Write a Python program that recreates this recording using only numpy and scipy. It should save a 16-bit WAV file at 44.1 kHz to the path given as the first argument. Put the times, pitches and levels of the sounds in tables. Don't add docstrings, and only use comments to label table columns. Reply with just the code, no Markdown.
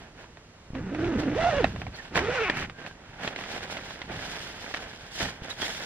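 import sys
import numpy as np
from scipy import signal
from scipy.fft import rfft, irfft
from scipy.io import wavfile
from scipy.ndimage import uniform_filter1d, map_coordinates

SR = 44100
rng = np.random.default_rng(int(sys.argv[2]) if len(sys.argv) > 2 else 0)


def digitize_waveform(pressure):
    field = np.atleast_2d(pressure).T
    bounded = np.clip(field, -1, 1)
    quanta = np.round(bounded * 32767).astype(np.int16)
    wavfile.write(sys.argv[1], SR, quanta)


N = 257984
TIME = np.arange(N) / SR
BIN_HZ = np.arange(N // 2 + 1) * SR / N


def undb(db):
    return np.exp(np.asarray(db) * (np.log(10) / 20))


def unit(x):
    return x / np.sqrt(np.mean(x ** 2) + 1e-18)


def gains(points):
    hz, db = np.transpose(points)
    return undb(np.interp(np.log(np.maximum(BIN_HZ, 1)), np.log(hz), db))


def colour(x, points):
    return irfft(rfft(x) * gains(points), N)


def band(x, low_hz, high_hz, order=4):
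    return signal.sosfilt(signal.butter(order, [low_hz, high_hz], "band", fs=SR, output="sos"), x)


def above(x, hz):
    return signal.sosfiltfilt(signal.butter(2, hz, "high", fs=SR, output="sos"), x)


def curves(rows):
    times_s, *columns = np.transpose(rows)
    return [np.interp(TIME, times_s, column) for column in columns]


def walk(rate_hz):
    step = max(int(SR / rate_hz), 1)
    return unit(uniform_filter1d(np.repeat(rng.standard_normal(N // step + 1), step), step)[:N])


def crackle(rate_hz, spread_db, grain_s):
    size = undb(spread_db * np.minimum(rng.standard_exponential(N), 4))
    bursts = (rng.random(N) < rate_hz / SR) * size ** 2
    energy = signal.lfilter([1], [1, -np.exp(-2 / (grain_s * SR))], bursts + 1e-18)
    return unit(np.sqrt(energy) * rng.standard_normal((2, N)))


def movement(peak_s, length_s, slacken_db=5.5, release_s=0.035):
    attack_s = 0.034 + 0.61 * length_s
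    span = slice(*np.searchsorted(TIME, [peak_s - attack_s, peak_s + length_s + 10 * release_s]))
    t = TIME[span] - peak_s
    attack = np.clip(t / attack_s + 1, 0, 1) ** 2
    hold = undb(-slacken_db * np.clip(t / length_s, 0, 1))
    strength = np.zeros(N)
    strength[span] = attack * hold * np.exp(-np.maximum(t - length_s, 0) / release_s)
    return strength


# f/Hz, level/dB
AIR_SPECTRUM = [(15, -28), (25, 1), (1280, -17), (1760, -18.5), (6370, -33.5), (15000, -59.5)]
def night_air(level_db=-53):
    return undb(level_db) * unit(colour(rng.standard_normal((2, N)), AIR_SPECTRUM))


# f/Hz, level/dB
WALL_SPECTRUM = [(15, -24), (30, -7.5), (50, -2.5), (100, -0.5), (170, -2.5), (300, -12.5), (600, -23),
                 (2000, -70)]
# peak t/s, length/s, level/dB
WALL_PUSHES = [(0.777, 0.076, -37), (1.046, 0.35, -35.5), (1.355, 0.54, -33.5), (2.172, 0.054, -32.5),
               (2.28, 0.27, -42), (2.614, 0.061, -35), (4.106, 0.12, -41.5), (5.237, 0.051, -37)]
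def billow(rub_power, sway_db=-57.5, follow_db=-15, gain_db=0.74):
    power = undb(sway_db) ** 2 + undb(follow_db) ** 2 * rub_power
    power += sum((undb(db) * movement(peak_s, length_s)) ** 2 for peak_s, length_s, db in WALL_PUSHES)
    puffs = colour(crackle(rate_hz=450, spread_db=2.4, grain_s=0.006), WALL_SPECTRUM)
    return unit(puffs) * np.sqrt(power) * undb(gain_db)


# t/s, level/dB
DOOR_TUGS = [(0.704, -19), (0.734, -16), (5.42, -18.5)]
def door_thuds(hz=115, decay_s=0.0014):
    out = np.zeros(N)
    for start_s, db in DOOR_TUGS:
        t = np.maximum(TIME - start_s, 0)
        out += undb(db) * np.sin(2 * np.pi * hz * t) * np.exp(-t / decay_s)
    return out


# t/s, length/s, first f/Hz, last f/Hz, level/dB
WEAVE_SQUEAKS = [(1.936, 0.031, 4500, 4230, -50), (1.982, 0.033, 1926, 1670, -37.5),
                 (2.702, 0.252, 1605, 1569, -48), (5.502, 0.022, 3860, 3810, -35.5),
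                 (5.605, 0.047, 3340, 3260, -34.5)]
def squeaks(jitter=0.025):
    out = np.zeros((2, N))
    for start_s, length_s, first_hz, last_hz, db in WEAVE_SQUEAKS:
        progress = np.clip((TIME - start_s) / length_s, 0, 1)
        for channel in out:
            hz = (first_hz + (last_hz - first_hz) * progress) * (1 + jitter * walk(1000))
            envelope = np.sin(np.pi * progress) * undb(db + 2 * walk(160))
            channel += envelope * np.sin(2 * np.pi * np.cumsum(hz) / SR)
    return out


# peak t/s, length/s, level/dB, brightness/dB
ARM_STROKES = [(0.0, 0.077, -49.5, -4.5), (0.193, 0.056, -48, -3), (1.199, 0.014, -33.5, -2.5),
               (1.683, 0.22, -47, -1.5), (1.967, 0.13, -45.5, -0.5), (2.171, 0.016, -25, -2.5),
               (2.575, 0.062, -36.5, 0.5), (2.797, 0.083, -44.5, -5.5), (2.875, 0.013, -43, 2),
               (3.086, 0.45, -51, -7.5), (3.235, 0.096, -37, -2.5), (3.407, 0.16, -40.5, -2),
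               (3.517, 0.072, -36.5, 2), (3.632, 0.058, -38.5, -2), (3.714, 0.063, -36, 2.5),
               (3.82, 0.22, -41.5, -1), (4.119, 0.15, -40, -2.5), (4.262, 0.45, -39.5, 3),
               (4.765, 0.19, -41.5, 1.5), (5.014, 0.5, -47.5, -0.5), (5.161, 0.12, -47.5, 28),
               (5.214, 0.069, -31, 4.5), (5.445, 0.038, -41, -2.5), (5.504, 0.015, -39, 10),
               (5.62, 0.055, -35, 6), (5.662, 0.32, -38.5, 7.5)]
def arm_strokes(stir_db=-68, stir_bright_db=-13, dulling_db=7):
    power = undb(stir_db) ** 2
    weighted_db = power * stir_bright_db
    for peak_s, length_s, db, bright_db in ARM_STROKES:
        strength = movement(peak_s, length_s)
        stroke_power = (undb(db) * strength) ** 2
        power += stroke_power
        weighted_db += stroke_power * (bright_db - dulling_db * (1 - strength))
    return power, weighted_db / power


# f/Hz, level/dB
NYLON_SPECTRUM = [(88, -41), (150, -2.5), (343, -4.5), (780, -2.5), (1180, -9), (1600, -2), (2000, -5.5),
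                  (2600, -7), (3400, -9.5), (4210, -13.5), (5200, -16.5), (10200, -34), (12600, -33),
                  (15000, -52)]
def sliding_nylon(crinkle_db, patchy_db):
    swish = rng.standard_normal((2, N)) * undb(patchy_db * walk(45))
    crinkle = crackle(rate_hz=200, spread_db=3.1, grain_s=0.0024)
    cloth = colour(swish + undb(crinkle_db) * crinkle, NYLON_SPECTRUM)
    return cloth / np.std(band(cloth[0], 500, 4000))


# t/s, first mid-channel peak f/Hz, strength/0-1
HOLLOW_TREBLE = [(2.7, 1485, 0.13), (3.6, 1764, 0.08), (5.25, 1630, 0.2), (5.65, 1750, 0.24)]
def hollow_comb(cloth, side_delay_ratio=1.53):
    hz, strength = curves(HOLLOW_TREBLE)
    treble = above(cloth, 1250)
    late = np.array([map_coordinates(channel, [np.arange(N) - ratio * SR / hz])
                     for channel, ratio in zip(treble, (1, side_delay_ratio))])
    return cloth - treble + (treble + strength * late) / np.hypot(1, strength)


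def rustle(rub_power, bright_db, gain_db=0.04):
    folds = sliding_nylon(crinkle_db=-0.5, patchy_db=2.2)
    shell = sliding_nylon(crinkle_db=-5, patchy_db=2)
    low = (folds - above(folds, 1100)) * undb(-0.34 * bright_db)
    middle = above(folds, 1100) - above(folds, 2900)
    treble = (above(shell, 2350) - above(shell, 5000)) * undb(0.57 * bright_db)
    hiss = above(shell, 5000) * undb(bright_db - 2)
    return np.sqrt(rub_power) * undb(gain_db) * hollow_comb(low + middle + treble + hiss)


# f/Hz, level/dB, t60/s
TAUT_MODES = [(125, -18, 0.09), (294, 9.5, 0.0073), (705, 3.5, 0.019), (1068, 3.5, 0.013),
              (1835, 8.5, 0.01), (2363, -1.5, 0.02), (3540, -5, 0.014)]
# t/s, level/dB, centre f/Hz
FOLD_SNAPS = [(0.371, -37, 590), (0.751, -31, 760), (0.947, -27, 600), (1.044, -23.5, 590),
              (1.434, -23, 400), (1.643, -7.5, 660), (1.761, -29, 689), (1.817, -24, 626),
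              (1.867, -28, 600), (2.156, -13.5, 1890), (2.166, -15, 593), (2.175, -13, 1710),
              (2.191, -16, 2140), (2.498, -10.5, 1770), (2.697, -28.5, 1160), (2.863, -28, 1530),
              (3.276, -17.5, 1870), (3.361, -22.5, 1830), (3.389, -29.5, 1390), (3.411, -25.5, 1580),
              (3.438, -26.5, 1740), (3.461, -31, 1580), (3.769, -26, 1500), (4.017, -25, 1940),
              (4.74, -22, 2100), (4.745, -19, 2100), (4.771, -27, 2800), (5.205, -21, 1450)]
def snaps(full_ring_db=-13, crack_s=0.001, crumple_s=0.012, rise_s=0.00061, gain_db=1, side_db=-3):
    out, t = np.zeros((2, N)), TIME[:SR // 16]
    hz, mode_db, t60_s = np.transpose(TAUT_MODES)[:, :, None]
    for start_s, db, centre_hz in FOLD_SNAPS:
        detune = 1 + 0.07 * rng.standard_normal((2, len(hz), 1))
        favour_db = np.maximum(-6 * np.log2(hz / centre_hz) ** 2, -6)
        weight = undb(mode_db + favour_db) * rng.choice([-1, 1], detune.shape)
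        ring = np.sum(weight * np.sin(2 * np.pi * hz * detune * t) * undb(-60 * t / t60_s), axis=1)
        ring_db = -0.65 * np.clip(full_ring_db - db, 0, 15)
        noise = band(rng.standard_normal((2, len(t))), centre_hz / 4, 2000 + 0.7 * centre_hz, order=3)
        crack = noise * (np.exp(-t / crack_s) + undb(-12) * np.exp(-t / crumple_s))
        snap = undb(ring_db) * ring / np.abs(ring).max() + undb(-5) * crack
        snap *= 1 - np.exp(-t / rise_s)
        snap /= np.abs(snap).max(axis=1, keepdims=True)
        start = int(start_s * SR)
        out[:, start:start + len(t)] += snap * undb(db + gain_db)
    return out * undb([[0], [side_db]])


# f/Hz, half-width/Hz, boost/dB
DOOR_MODES = [(258, 137, 6.5), (461, 17.6, 9.5), (555, 12, 4), (708.6, 8.7, 9)]
def door_hum(teeth, tooth_hz, rough, slowness, halving_octaves_per_s=28):
    octave = 0.2 * slowness * np.cos(4 * np.pi * teeth + walk(40))
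    tug_strength = 1 + (0.1 + 0.6 * rough) * walk(600)
    hum = np.sqrt(2) * (np.sin(2 * np.pi * teeth) + octave) * tug_strength
    boost_db = sum(db / (1 + ((tooth_hz - hz) / width_hz) ** 2) for hz, width_hz, db in DOOR_MODES)
    octaves_per_s = uniform_filter1d(np.abs(np.gradient(np.log2(tooth_hz))) * SR, SR // 50)
    lurch = octaves_per_s / halving_octaves_per_s
    return hum * undb(boost_db + 1.9 * walk(70)) / (1 + lurch ** 2)


def tooth_ticks(teeth, spread_db):
    strength = undb(spread_db * rng.standard_normal(N)[np.round(teeth).astype(int)])
    ticks = np.zeros(N)
    for harmonic in range(2, 16):
        overtone = np.cos(2 * np.pi * (harmonic * teeth + 0.15 * walk(30)))
        ticks += strength * min(harmonic / 3.3, 1) * overtone * undb(2.6 * walk(30))
    return ticks - above(ticks, 5000)


# f/Hz, level/dB
SLIDER_SPECTRUM = [(200, -30), (550, -1), (780, 6), (1080, 0), (1380, 4), (1850, 0), (2420, -4.5),
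                   (2820, -5), (3150, -10.5), (3500, -10), (4600, -15.5), (5800, -17), (15000, -53)]
def through_slider(drive, progress, gate, ring_hz, ring_db):
    rasp = colour(drive, SLIDER_SPECTRUM)
    ring = signal.lfilter(*signal.iirpeak(ring_hz, 3, SR), rasp)
    rasp += undb(ring_db) * progress ** 2 * ring
    power = band(np.atleast_2d(rasp)[0], 1100, 4500) ** 2
    return rasp / np.sqrt(uniform_filter1d(power, SR // 8) + np.mean(power[gate > 0]) / 10)


def zip_pull(run, hum_db, stiffen_db, rasp_db, tighten_db, teeth_db, ring_hz, ring_db):
    easy_pull_hz, hum_db_per_octave, rasp_db_per_octave = 400, 5, 7.5
    slack_db, taut_s, tauten_s = -4, 0.99, 0.023
    fade_s, blunting_db, scrape_db = 0.02, 7, -3.5
    tooth_hz, rough = curves(run)
    start_s, end_s = run[0][0], run[-1][0]
    gate = np.interp(TIME, [start_s - fade_s, start_s, end_s, end_s + fade_s], [0, 1, 1, 0])
    progress = np.clip((TIME - start_s) / (end_s - start_s), 0, 1)
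    octaves = np.log2(tooth_hz / easy_pull_hz)

    slowness = np.minimum(300 / tooth_hz, 1.2) ** 3
    jerk = 0.18 * rough * (0.3 + slowness) * walk(220) + 0.008 * walk(90) + 0.05 * slowness * walk(45)
    teeth = np.cumsum(tooth_hz * (1 + jerk)) / SR
    hum = door_hum(teeth, tooth_hz, rough, slowness) * [[1], [0]]
    hum *= undb(hum_db + hum_db_per_octave * octaves + stiffen_db * progress ** 4)

    ticks = tooth_ticks(teeth + 0.05 * rough * walk(400), spread_db=1.5 + 4 * rough)
    scrape = np.exp(-1.3 * (teeth % 1)) * crackle(rate_hz=2400, spread_db=3.5, grain_s=0.011)
    ticks, scrape = (through_slider(x, progress, gate, ring_hz, ring_db) for x in (ticks, scrape))
    rasp = undb(teeth_db - blunting_db * rough) * ticks * [[1], [0.5]]
    rasp += undb(scrape_db) * scrape * undb([[0], [-2.5]])
    rasp *= undb(rasp_db + rasp_db_per_octave * octaves + tighten_db * progress)

    slack = np.clip((taut_s - TIME) / tauten_s + 0.5, 0, 1)
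    return gate * undb(slack_db * slack) * (hum + rasp)


# t/s, tooth rate/Hz, roughness/0-1
FIRST_PULL = [(0.755, 274.2, .3), (0.834, 180.1, 0.37), (0.887, 192.8, 0.32), (0.956, 285.2, .4),
              (1.07, 340.5, 0.41), (1.165, 262.3, 0.6), (1.28, 271.7, 0.54), (1.343, 299.7, 0.45),
              (1.393, 640, 0.6), (1.448, 689.3, 0.42), (1.488, 716.5, 0.15), (1.54, 560, 0.55),
              (1.58, 580.4, 0.11), (1.653, 260.2, 0.3), (1.68, 153.7, 0.76)]
SECOND_PULL = [(2.125, 206, 0.67), (2.171, 539.2, 0.62), (2.205, 377.4, 0.57), (2.29, 462.6, 0.5),
               (2.352, 544.8, 0.37), (2.39, 467.4, 0.13), (2.428, 455.3, 0.1), (2.478, 352.4, 0.096),
               (2.523, 245.3, 0.89), (2.65, 174.1, 0.94)]
def zipper():
    first = zip_pull(FIRST_PULL, hum_db=-33, stiffen_db=1.5, rasp_db=-38.5, tighten_db=0,
                     teeth_db=1.5, ring_hz=3170, ring_db=-4.5)
    second = zip_pull(SECOND_PULL, hum_db=-39, stiffen_db=-14, rasp_db=-39.5, tighten_db=12.5,
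                      teeth_db=2, ring_hz=2280, ring_db=12)
    return first + second


# f/Hz, left minus right level/dB
DOOR_BALANCE = [(100, 0), (250, -1.8), (600, -5.8), (1300, -3.8), (2400, -3.5), (4400, -6), (8000, 0)]
# f/Hz, side gain/dB
SIDE_SPECTRUM = [(50, -33), (600, -10.5), (1400, -10), (2400, 0), (4400, 4), (8000, 9.5)]
def stereo_microphone(mid, side):
    side = colour(side, SIDE_SPECTRUM)
    lag_rad = 0.5 * np.minimum(BIN_HZ / 1400, 1)
    left_ratio = gains(DOOR_BALANCE) * np.exp(-1j * lag_rad)
    right_spectrum = rfft(mid) * 2 / (1 + left_ratio)
    return np.array([irfft(right_spectrum * left_ratio, N) + side, irfft(right_spectrum, N) - side])


def scene():
    air = night_air()
    rub_power, bright_db = arm_strokes()
    door = zipper() + door_thuds()
    cloth = rustle(rub_power, bright_db) + billow(rub_power) + snaps() + squeaks()
    return stereo_microphone(*(air + cloth + door))


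def record(dry):
    cutoff_hz = 15600
    return signal.sosfilt(signal.ellip(10, 0.2, 70, cutoff_hz, fs=SR, output="sos"), dry)


dry = scene()
out = record(dry)
digitize_waveform(out)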